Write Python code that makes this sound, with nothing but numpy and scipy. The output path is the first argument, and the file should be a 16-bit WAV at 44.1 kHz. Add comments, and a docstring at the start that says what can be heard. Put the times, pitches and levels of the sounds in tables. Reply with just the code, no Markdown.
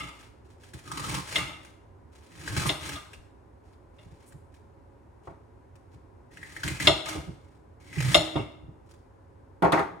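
"""A short scrape of a blade on a plate, already under way, over the low steady rush of the house.
Then a knife slices four times through crisp lettuce: leaves crackle and snap (random click trains and
noise bursts through resonances), the push rumbles through the counter (low-coloured clicks), and
the blade clacks on the plate (coloured pulses, beating modes) and scrapes out (pressed resonances).
Between cuts the leaves are handled; at the end the knife is put down on the counter."""
import sys
import numpy as np
from scipy import signal
from scipy.fft import rfft, irfft
from scipy.io import wavfile
from scipy.ndimage import uniform_filter1d

SR = 44100
rng = np.random.default_rng(int(sys.argv[2]) if len(sys.argv) > 2 else 0)


def materialize(psi):
    """Save the field psi as 16-bit PCM at rate SR to the path in sys.argv[1].

    A 1-D psi becomes a single channel; in a 2-D psi each row is a channel.
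    """
    bounded = np.clip(np.atleast_2d(psi).T, -1, 1)
    quanta = np.round(bounded * 32767).astype(np.int16)
    wavfile.write(sys.argv[1], SR, quanta)


N = 440997


def amp(db):
    """Decibels to gain."""
    return 10 ** (np.asarray(db) / 20)


def unit(x):
    """Scales to an rms of one."""
    return x / np.sqrt(np.mean(x ** 2) + 1e-20)


def read(points, hz):
    """Interpolates a table on a log-frequency axis."""
    f, value = np.transpose(points)
    return np.interp(np.log(hz + 1), np.log(f + 1), value)


def add(mix, start_s, sound):
    """Adds a sound at a time; it may already be under way at zero."""
    at = round(start_s * SR)
    sound = sound[max(-at, 0):]
    part = mix[max(at, 0):][:len(sound)]
    part += sound[:len(part)]


def click(points, corner_hz=1e6, size=4096):
    """Causal (minimum-phase) pulse of unit energy with a given spectrum, dulled above a corner."""
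    hz = abs(np.fft.fftfreq(size, 1 / SR))
    gain = amp(read(points, hz)) / np.sqrt(1 + (hz / corner_hz) ** 4)
    log_gain = np.log(gain + 1e-5)
    pulse = np.fft.ifft(np.exp(np.conj(signal.hilbert(log_gain)))).real
    return pulse / np.linalg.norm(pulse)


def colour(x, points, corner_hz=1e6):
    """Filters a sound by a spectrum."""
    return signal.oaconvolve(x, click(points, corner_hz))[:len(x)]


def resonate(x, hz, width_hz):
    """Steep resonance of gain one that can follow a pitch curve: shift to zero, lowpass, shift back."""
    turn = np.exp(2j * np.pi * np.cumsum(hz * np.ones(len(x))) / SR)
    r = np.exp(-np.pi * width_hz / SR)
    shifted = x * turn.conj() + 1e-18
    return 2 * (turn * signal.lfilter([(1 - r) ** 2], [1, -2 * r, r ** 2], shifted)).real


def grains(per_s, spread_db, cap=2.9):
    """Random train of tiny clicks of either sign, their sizes spread exponentially in dB up to a cap."""
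    size = amp(spread_db * np.minimum(rng.exponential(1, N), cap))
    sign = rng.choice([-1, 1], N)
    return unit(size * sign * (rng.random(N) < per_s / SR))


def envelope(length_s, attack_s, release_s):
    """Attack, hold and release of one movement, and its progress from 0 to 1."""
    t = np.arange(0, length_s + 8 * release_s, 1 / SR)
    gain = np.minimum(t / attack_s, 1) * np.exp(-np.maximum(t - length_s, 0) / release_s)
    return gain, np.minimum(t / length_s, 1)


# left-right coherence: hz, likeness (0-1)
LIKENESS = [(60, 0.89), (130, 0.87), (290, 0.46), (640, 0.067), (1400, 0.035), (2400, 0.48), (4400, 0.033),
            (8000, 0.88), (14000, 0.5)]
# left minus right: hz, balance_db
BALANCE = [(60, -2.5), (200, -4), (380, -0.5), (700, 2.5), (1300, 1), (2400, 1.5), (4400, 4), (8000, -2),
           (14000, -2.5)]
# phase by which the left leads: hz, lead_rad
LEAD = [(340, 0), (1400, 0), (3200, 0.37), (5000, 0.96), (7500, 0.37)]


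def ports(pair):
    """Two unrelated signals become a microphone pair, alike to a degree that varies with frequency."""
    a, b = rfft(pair)
    hz = np.fft.rfftfreq(pair.shape[1], 1 / SR)
    same = np.clip(read(LIKENESS, hz), -1, 1)
    lean = amp(read(BALANCE, hz) / 2)
    left = a * lean * np.exp(1j * read(LEAD, hz))
    right = (same * a + np.sqrt(1 - same ** 2) * b) / lean
    return irfft(np.array([left, right]), pair.shape[1])


# spectrum of the house rush: hz, level_db
AIR_COLOUR = [(15, -45.5), (25, -26), (48, -3.5), (96, 2), (178, -16), (253, -10), (421, -9), (482, -17),
              (552, -9.5), (598, -18.5), (997, -15.5), (1140, -23), (1530, -26), (3170, -43),
              (10500, -50.5), (15500, -63.5)]


def air(level_db=-53.5):
    """The low steady rush of the house: coloured stereo noise."""
    noise = rng.standard_normal((2, N + 4097))
    coloured = np.array([colour(n, AIR_COLOUR) for n in noise])
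    return amp(level_db) * unit(ports(coloured)[:, -N:])


# decay of the kitchen: hz, t60_s
ROOM_T60 = [(60, 1.5), (200, 1.12), (600, 0.79), (2000, 0.6247), (4000, 0.5969), (9000, 0.54), (15000, 0.5)]


def kitchen(x, tail_db, early_s=.0095, direct=2.5, bass_hz=220, size=32768):
    """Counter, wall and cupboard answer within a few milliseconds; then the small room dies away."""
    t = np.arange(size) / SR
    taps = rng.choice([-1., 1.], (2, size)) * (rng.random((2, size)) < 2000 / SR)
    early = taps * (t < early_s)
    early[0, 0] = direct
    # flatten the spectrum repeatedly: reflections scatter with little colour
    for _ in range(12):
        z = rfft(early)
        early = irfft(z / (abs(z) + 1e-9)) * (t < 2 * early_s)
    hz, at, z = signal.stft(taps * (t > early_s), SR, nperseg=256)
    fade = np.exp(-np.log(1000) * at / read(ROOM_T60, hz)[:, None])
    tail = signal.istft(z * fade, SR, nperseg=256)[1][:, :size]
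    # light walls let the bass out
    tail = signal.sosfilt(signal.butter(1, bass_hz, "high", fs=SR, output="sos"), tail)
    response = unit(early) + amp(tail_db) * unit(tail)
    response = np.pad(response, [(0, 0), (size, 0)]) / np.sqrt(size)
    return signal.fftconvolve(x[None], ports(response), axes=1)[:, size:N + size]


# blade pushed down through the head, one to three per cut: start_s, length_s, crackle_db, leaf_body_db,
# counter_push_db, build_up_db, first_resonance_hz, last_resonance_hz
STROKES = [(0.85, .33, -39, -37, -29.5, 15.5, 1270, 1110),
           (1.217, 0.16, -34.5, -53, -34.5, 29.5, 1550, 1400),
           (2.297, 0.27, -41.5, -48.5, -32.5, 22.5, 1949, 1513),
           (2.562, 0.13, -36, -46.5, -27.5, 8, 1500, 1089),
           (6.304, 0.48, -51, -52.5, -44, 12.5, 1880, 1782),
           (6.634, 0.078, -43.5, -45, -29.5, 1.5, 1520, 2465),
           (6.796, 0.062, -33.5, -39.5, -26.5, 5.5, 1970, 1739),
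           (7.796, 0.37, -35.5, -39, -27, 34, 2200, 1858)]
BITE_S, LET_GO_S, BUILD_CURVE = 0.0059, 0.018, 1.5


def pressing(layer):
    """Stroke gain of layer 0 crackle, 1 leaf body or 2 push: builds up, levels off, lets go."""
    out = np.zeros(N)
    for start_s, length_s, *layers_db, build_db, _, _ in STROKES:
        gain, depth = envelope(length_s, BITE_S, LET_GO_S)
        add(out, start_s, gain * amp(layers_db[layer] - build_db * (1 - depth) ** BUILD_CURVE))
    return out


def leaf_pitch(rest_hz=1650):
    """Hollow pitch of the packed leaves over time: it glides during each stroke."""
    hz = np.full(N, float(rest_hz))
    for start_s, length_s, *_, first_hz, last_hz in STROKES:
        depth = envelope(length_s, BITE_S, LET_GO_S)[1]
        hz[round(start_s * SR):][:len(depth)] = first_hz + (last_hz - first_hz) * depth
    return hz


# edge dragged out over the plate: start_s, length_s, scrape_db, crackle_db, counter_push_db, easing_off_db
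SCRAPES = [(-.03, 0.12, -33, -44, -32.5, 13), (1.372, 0.19, -32.5, -49.5, -29, 21.5),
           (2.8, 0.15, -45.5, -42.5, -36.5, 0.5), (7.043, 0.095, -41.5, -42, -44, -0.5),
           (8.349, 0.07, -37.5, -52.5, -44, 8)]
DRAG_ATTACK_S, DRAG_RELEASE_S = 0.016, 0.02


def dragging(layer):
    """Scrape gain of layer 0 scrape, 1 crackle or 2 push: the edge catches, then its level slides."""
    out = np.zeros(N)
    for start_s, length_s, *layers_db, ease_db in SCRAPES:
        gain, progress = envelope(length_s, DRAG_ATTACK_S, DRAG_RELEASE_S)
        add(out, start_s, gain * amp(layers_db[layer] - ease_db * progress))
    return out


# worktop and cupboard modes: hz, level_db
COUNTER = [(172, -4), (308, -1), (348, -3), (407, -2.5), (552, -1.5), (663, -1.5), (815, -3), (893, -0.5),
           (940, -1), (1100, -0.5), (1413, -3.5)]
# spectrum of the deep thud: hz, level_db
THUD_COLOUR = [(20, -33.5), (42, -24.5), (62, 4), (140, -0.5), (220, -10), (320, -7), (500, -14),
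               (1200, -23.5), (5000, -48)]
# spectrum of the hollow clatter: hz, level_db
CLATTER_COLOUR = [(40, -39), (150, -14), (230, -11), (310, -7), (420, -3), (520, -10.5), (660, -4),
                  (800, -3.5), (1100, -4.5), (1600, -8), (2150, -9.5), (2900, -16.5), (6000, -14),
                  (15000, -16.5)]
COUNTER_T60_S, COUNTER_RING_DB = .2, -4


def knock(corner_hz, clatter_db, fade_s, first_db, size=16384):
    """Firm contact and chatter on the counter: deep thud, hollow clatter and worktop ring."""
    t = np.arange(size) / SR
    contacts = rng.standard_normal((2, size)) * np.exp(-t / fade_s)
    contacts[:, 0] = amp(first_db)
    thud = unit(colour(contacts[0], THUD_COLOUR, corner_hz))
    clatter = unit(colour(contacts[1], CLATTER_COLOUR, corner_hz))
    modes = np.zeros(size)
    for hz, db in COUNTER:
        gain = amp(db) * rng.choice([-1, 1]) / np.hypot(1, (hz / corner_hz) ** 2)
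        modes += gain * np.sin(2 * np.pi * hz * t)
    ring = unit(modes * np.exp(-np.log(1000) * t / COUNTER_T60_S))
    hollow = unit(clatter + amp(COUNTER_RING_DB) * ring)
    return (thud + amp(clatter_db) * hollow) / np.sqrt(size)


# hand, blade and plate bump the counter: start_s, level_db, corner_hz, fade_s
KNOCKS = [(.742, -27.5, 300, 0.025), (2.566, -19, 246, 0.0077), (4.058, -37, 200, 0.015),
          (4.118, -36, 252, 0.016), (4.336, -33.5, 180, 0.026), (5.273, -34.5, 917, .005),
          (5.294, -45.5, 1140, 0.048), (5.944, -35.5, 178, 0.019), (7.149, -20.5, 499, 0.038),
          (7.275, -24.5, 324, 0.033), (7.968, -17, 189, 0.013), (8.357, -16, 694, 0.013),
          (8.39, -19.5, 455, 0.022), (8.624, -31, 180, .018), (8.68, -29.5, 231.4, 0.011)]
# blade meets plate: start_s, level_db, weight_db, corner_hz, ring_db, favoured_hz, favoured_db, thud_db
CLACKS = [(1.358, -11, -15, 3500, 2, 2050, 6.5, -37), (1.49, -41.5, -11.5, 3500, 13.5, 1280, 4, -69),
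          (2.692, -12, -7, 4300, 0.5, 2750, -1, -26), (2.955, -33, -13.5, 5000, 9.5, 1240, 15.5, -73),
          (3.133, -38, -7, 5000, -15, 2540, 29, -58), (3.9858, -47.5, -4, 4000, 6.5, 2450, 8, -65),
          (6.8719, -0.5, -2.5, 6310, -1.5, 3280, 1, -13.5), (8.145, 0, 2.5, 8780, -4, 2804, -0.5, -17),
          (8.359, -29, -11, 3200, 6.5, 3700, 8, -47.5)]
# cut blow passed through the plate to the counter
THUD_CORNER_HZ, THUD_FADE_S = 706, 0.034
# a blow with a higher corner has more clatter; it equals the thud at CLATTER_EVEN_HZ
CLATTER_EVEN_HZ, CLATTER_DB_PER_OCTAVE = 713.5, 10


def knocks(gain_db=20):
    """The counter answers each bump and each blow of the blade on the plate."""
    out = np.zeros(N)
    thuds = [(start_s, thud_db, THUD_CORNER_HZ, THUD_FADE_S) for start_s, *_, thud_db in CLACKS]
    for start_s, db, corner_hz, fade_s in list(KNOCKS) + thuds:
        clatter_db = CLATTER_DB_PER_OCTAVE * np.log2(corner_hz / CLATTER_EVEN_HZ)
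        add(out, start_s, amp(db + gain_db) * knock(corner_hz, clatter_db, fade_s, first_db=21))
    return out


# knife put down, handle first, then blade, and settles: start_s, level_db, corner_hz, tick_db, rattle_db
LANDINGS = [(9.623, -24, 950, -25.5, -44), (9.632, -28, 800, -45, -48), (9.645, -25.5, 950, -31, -31),
            (9.7216, -28, 1590, -14.5, -35), (9.729, -24.5, 1520, -32, -19.5),
            (9.773, -32, 1510, -55, -25.5), (9.7922, -29, 1220, -26, -37)]
# spectrum of the steel tick: hz, level_db
TICK_COLOUR = [(300, -34), (1500, -32.5), (3500, 18.5), (5500, -1), (9000, 1), (12000, -3), (15500, -28)]
# flat of the blade on the worktop
RATTLE_HZ, RATTLE_WIDTH_HZ, RATTLE_FADE_S = 1950, 380, 0.01


def landings(gain_db=20, tick_gain_db=9, size=8192):
    """The knife lands on the counter: a knock, a tick of steel and a fading noise rattle."""
    out, t = np.zeros(N), np.arange(size) / SR
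    for start_s, db, corner_hz, tick_db, rattle_db in LANDINGS:
        blow = knock(corner_hz, clatter_db=16.5, fade_s=0.038, first_db=23)
        add(out, start_s, amp(db + gain_db) * blow)
        add(out, start_s, amp(tick_db + tick_gain_db) * click(TICK_COLOUR))
        rattle = unit(resonate(rng.standard_normal(size), RATTLE_HZ, RATTLE_WIDTH_HZ))
        add(out, start_s, amp(rattle_db) * rattle * np.exp(-t / RATTLE_FADE_S))
    return out


# spectrum of the push on the counter: hz, level_db
PUSH_COLOUR = [(20, -43), (42, -25), (60, 5.5), (95, -1.5), (130, 1), (180, -4.5), (225, -14), (280, -4.5),
               (330, -8.5), (420, -23), (900, -33.5), (3000, -70)]
# blade judders through dense ribs: start_s, length_s, level_db, rate_hz
JUDDERS = [(2.497, 0.014, -29.5, 90), (2.587, 0.01, -27, 75), (2.655, 0.023, -28, 114.5),
           (3.144, .055, -47.5, 66.2), (7.975, 0.12, -29, 128.3)]


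def push(slice_db=-4, scrape_db=-6, judder_width_hz=40):
    """Each layer that gives way jolts plate and counter; in dense ribs the jolts fall into a judder."""
    force = amp(slice_db) * pressing(layer=2) + amp(scrape_db) * dragging(layer=2)
    out = colour(force * grains(per_s=840, spread_db=0.5), PUSH_COLOUR)
    for start_s, length_s, db, rate_hz in JUDDERS:
        gain = envelope(length_s, BITE_S, LET_GO_S)[0]
        judder = unit(resonate(rng.standard_normal(len(gain)), rate_hz, judder_width_hz))
        add(out, start_s, amp(db) * gain * judder)
    return out


def cluster(t, hz, split_hz, count=10):
    """The uneven load of leaves splits a mode into close partials that beat."""
    partials = hz + split_hz * ((np.arange(count) + rng.random(count)) / count - .5)
    return np.sin(2 * np.pi * (partials[:, None] * t + rng.random((count, 1)))).sum(0)


def ringing(modes, drive, corner_hz, size=32768):
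    """Free ring of plate or blade; drive(hz) gives the dB by which each mode is woken."""
    out, t = np.zeros(size), np.arange(size) / SR
    for hz, mode_db, t60_s, split_hz in modes:
        fade = np.exp(-np.log(1000) * t / t60_s)
        mode = unit(cluster(t, hz, split_hz) * fade) * np.sqrt(np.mean(fade ** 2) / 2)
        out += amp(mode_db + drive(hz)) * mode / np.hypot(1, (hz / corner_hz) ** 2)
    return out


# ring of the plate: hz, level_db, t60_s, split_hz
PLATE = [(312, -11.5, 1, 14), (625.5, 5, 0.18, 100), (726, -4, 0.22, 190), (958, -7.5, 0.13, 110),
         (1238, -6, 0.27, 110), (1444, -11.5, 0.29, 80), (1946, -9.5, 0.16, 47), (2127, -5, 0.21, 120),
         (2773, -4.5, .27, 150), (3156, -8, 0.22, 220), (3430, -1, .18, 110), (3560, -11, 0.33, 190),
         (5080, -9.5, .2, 280), (8350, -14, 0.28, 91)]
# plate resonances while the blade presses on it: hz, width_hz, level_db
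PRESSED = [(938, 220, 2.5), (1229, 150, 8.5), (2140, 250, 6), (2774, 200, 6.5), (3580, 260, -3.5),
           (5114, 180, -11)]
RIM_DB_PER_OCTAVE = 3.5


def scrape(gain_db=-0.5, pivot_hz=2000, free_db=-11, free_low_hz=1000, free_corner_hz=4500):
    """The edge sticks and slips on the glaze; nearer the rim low modes take over; the plate rings on."""
    slips, travel = grains(per_s=1100, spread_db=5.5), np.zeros(N)
    for start_s, length_s, *_ in SCRAPES:
        add(travel, start_s, envelope(length_s, DRAG_ATTACK_S, DRAG_RELEASE_S)[1] - .5)
    pressed = np.zeros(N)
    for hz, width_hz, db in PRESSED:
        tilt_db = RIM_DB_PER_OCTAVE * travel * np.log2(hz / pivot_hz)
        pressed += amp(db - tilt_db) * unit(resonate(slips, hz, width_hz))

    def low_cut_db(hz):
        return -10 * np.log10(1 + (free_low_hz / hz) ** 4)

    free = ringing(PLATE, low_cut_db, free_corner_hz)
    force = dragging(layer=0)
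    ring = signal.oaconvolve(force * slips, free / np.linalg.norm(free))[:N]
    return amp(gain_db) * force * unit(pressed) + amp(free_db) * ring


# steel of the blade: hz, level_db, t60_s, split_hz
BLADE = [(3810, 3, .12, 110), (4180, -2, .28, 220), (5590, -11.5, 0.24, 200), (5875, -13.5, 0.19, 96),
         (6920, -8.5, .22, 170), (7130, -15, .23, 45), (10060, -10, .19, 110)]
# spectrum of the blow on the plate: hz, level_db
CLACK_COLOUR = [(100, -33.5), (400, -16), (630, -1), (950, -6.5), (1100, -11), (1300, -3.5), (1720, -25.5),
                (2080, -2), (2530, -15), (2780, 2.5), (2960, -4.5), (3200, -1), (3680, 4), (3930, -11),
                (4150, -4.5), (4550, -19), (5120, -7.5), (6200, -27.5), (6880, -14), (7400, -23.5),
                (10000, -19), (15000, -30.5)]
BLADE_DB_PER_DB = 0.3  # harder blows wake more steel
STRUCK_WIDTH_HZ = 260


def clacks(blow_db=15, modes_db=-19, weight_hz=1000, bounce_s=.0035, bounce_db=-6):
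    """The blade strikes the plate: a hard blow and a tiny bounce, then plate and steel ring out."""
    out = np.zeros(N)
    for start_s, db, weight_db, corner_hz, ring_db, struck_hz, struck_db, _ in CLACKS:

        def drive(hz):
            """Weight acts on the low modes; the struck spot raises or lowers a few others."""
            low_db = weight_db / (1 + (hz / weight_hz) ** 2)
            return low_db + struck_db / (1 + ((hz - struck_hz) / STRUCK_WIDTH_HZ) ** 2)

        spectrum = [(hz, level_db + drive(hz)) for hz, level_db in CLACK_COLOUR]
        blow = amp(db + blow_db) * click(spectrum, corner_hz)
        chatter = rng.standard_normal(256)
        bounce = np.convolve(blow, chatter / np.linalg.norm(chatter))
        add(out, start_s, blow)
        add(out, start_s + bounce_s, amp(bounce_db) * bounce)
        steel = amp(BLADE_DB_PER_DB * db) * ringing(BLADE, drive, corner_hz)
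        plate = ringing(PLATE, drive, corner_hz)
        add(out, start_s, amp(db + modes_db + ring_db) * (plate + steel))
    return out


# fingers gather and shift the leaves: start_s, length_s, level_db
RUSTLES = [(0.11, 0.16, -58), (0.417, 0.12, -66), (0.576, 0.67, -61), (0.702, 0.12, -61.5),
           (1.596, 0.1, -63.5), (2.107, 0.22, -63.5), (3.099, 0.049, -58), (3.624, 0.13, -73),
           (3.93, 0.39, -69.5), (4.51, 0.063, -64.5), (5.218, 0.086, -70), (5.903, 0.038, -65),
           (7.303, 0.28, -75.5), (8.84, 0.066, -67)]
RUSTLE_ATTACK_S, RUSTLE_RELEASE_S = 0.038, 0.012


def handling():
    """Gain of the leaves under the fingers."""
    out = np.zeros(N)
    for start_s, length_s, db in RUSTLES:
        add(out, start_s, amp(db) * envelope(length_s, RUSTLE_ATTACK_S, RUSTLE_RELEASE_S)[0])
    return out


# thin leaves ripping: start_s, level_db, length_s
TEARS = [(2.658, -36.5, 0.036), (4.246, -59.5, 0.068), (8.125, -39.5, 0.017)]


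def tears(hz=9200, width_hz=4500):
    """A thin leaf rips with a short, very bright fizz."""
    out = np.zeros(N)
    for start_s, db, length_s in TEARS:
        add(out, start_s, amp(db) * np.hanning(round(length_s * SR)))
    return out * unit(resonate(grains(per_s=2600, spread_db=4.5), hz, width_hz))


# single ribs breaking: start_s, bright_crack_db, hollow_body_db
SNAPS = [(0.2009, -59, -56), (0.2512, -61, -60), (0.6355, -46.5, -58.5), (0.7374, -39, -54.5),
         (0.9165, -29, -29.5), (0.9736, -29, -27.5), (0.996, -29, -37), (1.049, -37.5, -30),
         (1.1154, -36.5, -38.5), (1.1429, -25, -34), (1.6496, -42, -55), (2.1575, -52, -64.5),
         (2.3855, -57, -49), (2.4139, -46.5, -47.5), (2.4765, -28, -26), (2.565, -25, -30.5),
         (2.5975, -24.5, -37.5), (2.621, -31, -35), (2.658, -34.5, -20.5), (2.8549, -33, -56),
         (2.8918, -29, -37), (3.1325, -43, -46), (4.029, -55, -76), (4.116, -61, -75), (4.2254, -56, -61),
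         (4.3234, -52, -50), (4.542, -58, -69), (5.7557, -53.5, -73.5), (6.3715, -45.5, -36.5),
         (6.4297, -43.5, -31), (6.565, -38.5, -28.5), (6.634, -25.5, -25), (6.6787, -23, -28.5),
         (6.802, -29, -24.5), (7.0893, -25.5, -68), (7.929, -44.5, -34.5), (7.958, -42, -32.5),
         (7.9833, -34, -29), (8.0045, -23.5, -32.5), (8.025, -28.5, -42.5), (8.9118, -49.5, -84),
         (8.939, -53.5, -82)]
# spectrum of the leaves: hz, level_db
LEAF_COLOUR = [(100, -25.5), (400, 0.5), (650, 0), (950, 4), (2200, 4), (3200, 0.5), (4200, 0.5),
               (5200, -1.5), (7000, -3.5), (10200, -5.5), (11300, -12), (12200, -17.5), (15500, -16)]


def snaps(crack_db=-18, body_db=-18.5, fade_s=0.002, width_hz=540, first_db=26, size=4096):
    """A rib breaks with one sharp crack and a quick run of smaller ones, and rings briefly."""
    out, t, pitch = np.zeros(N), np.arange(size) / SR, leaf_pitch()
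    for start_s, bright_db, hollow_db in SNAPS:
        hz = pitch[round(start_s * SR)]
        cracks = rng.standard_normal(size) ** 3 * np.exp(-t / fade_s)
        cracks[0] = amp(first_db)
        add(out, start_s, amp(bright_db + crack_db) * unit(colour(cracks, LEAF_COLOUR)))
        add(out, start_s, amp(hollow_db + body_db) * unit(resonate(cracks, hz, width_hz)))
    return out


def clumps(clump_s=0.0043, depth_db=2.0):
    """Gain of small jerks: the blade advances one leaf layer at a time."""
    jerks = unit(uniform_filter1d(rng.standard_normal(N), max(round(clump_s * SR), 1)))
    return unit(amp(depth_db * np.clip(jerks, -2, 2)))


def leaf_body(width_hz=280):
    """Fibres give way in clumps and ring the packed leaves; the hollow pitch moves as the blade sinks."""
    breaks = grains(per_s=450, spread_db=3)
    return pressing(layer=1) * unit(resonate(breaks, leaf_pitch(), width_hz))


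def crackle(gain_db=2.0, fizz_db=-5, handling_db=-0.5):
    """Cells burst under the edge: clicks over a fine fizz; fingers make only sparse ticks."""
    ticks = grains(per_s=400, spread_db=3.6)
    bursts = unit(ticks + amp(fizz_db) * grains(per_s=6200, spread_db=-2.5))
    cutting = amp(gain_db) * (pressing(layer=0) + dragging(layer=1)) * bursts
    fingers = amp(handling_db) * handling() * grains(per_s=350, spread_db=5.0)
    return colour(cutting + fingers, LEAF_COLOUR)


def scene():
    """Lettuce, plate and counter sound into the kitchen."""
    leaves = clumps() * (crackle() + leaf_body()) + snaps() + tears()
    lettuce = kitchen(leaves + scrape(), tail_db=-6.0)
    plate = kitchen(clacks(), tail_db=-11)
    counter = kitchen(push() + knocks() + landings(), tail_db=-15.0)
    return lettuce + plate + counter + air()


EDGE_HZ = 15900


def record(dry):
    """Rounds off the loudest peaks, then cuts steeply above the band edge."""
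    rounded = dry / (1 + (dry / .88) ** 6) ** (1 / 6)
    lowpass = signal.firwin(511, EDGE_HZ, window=("kaiser", 9), fs=SR)
    return signal.oaconvolve(rounded, lowpass[None], "same")


dry = scene()
out = record(dry)
materialize(out)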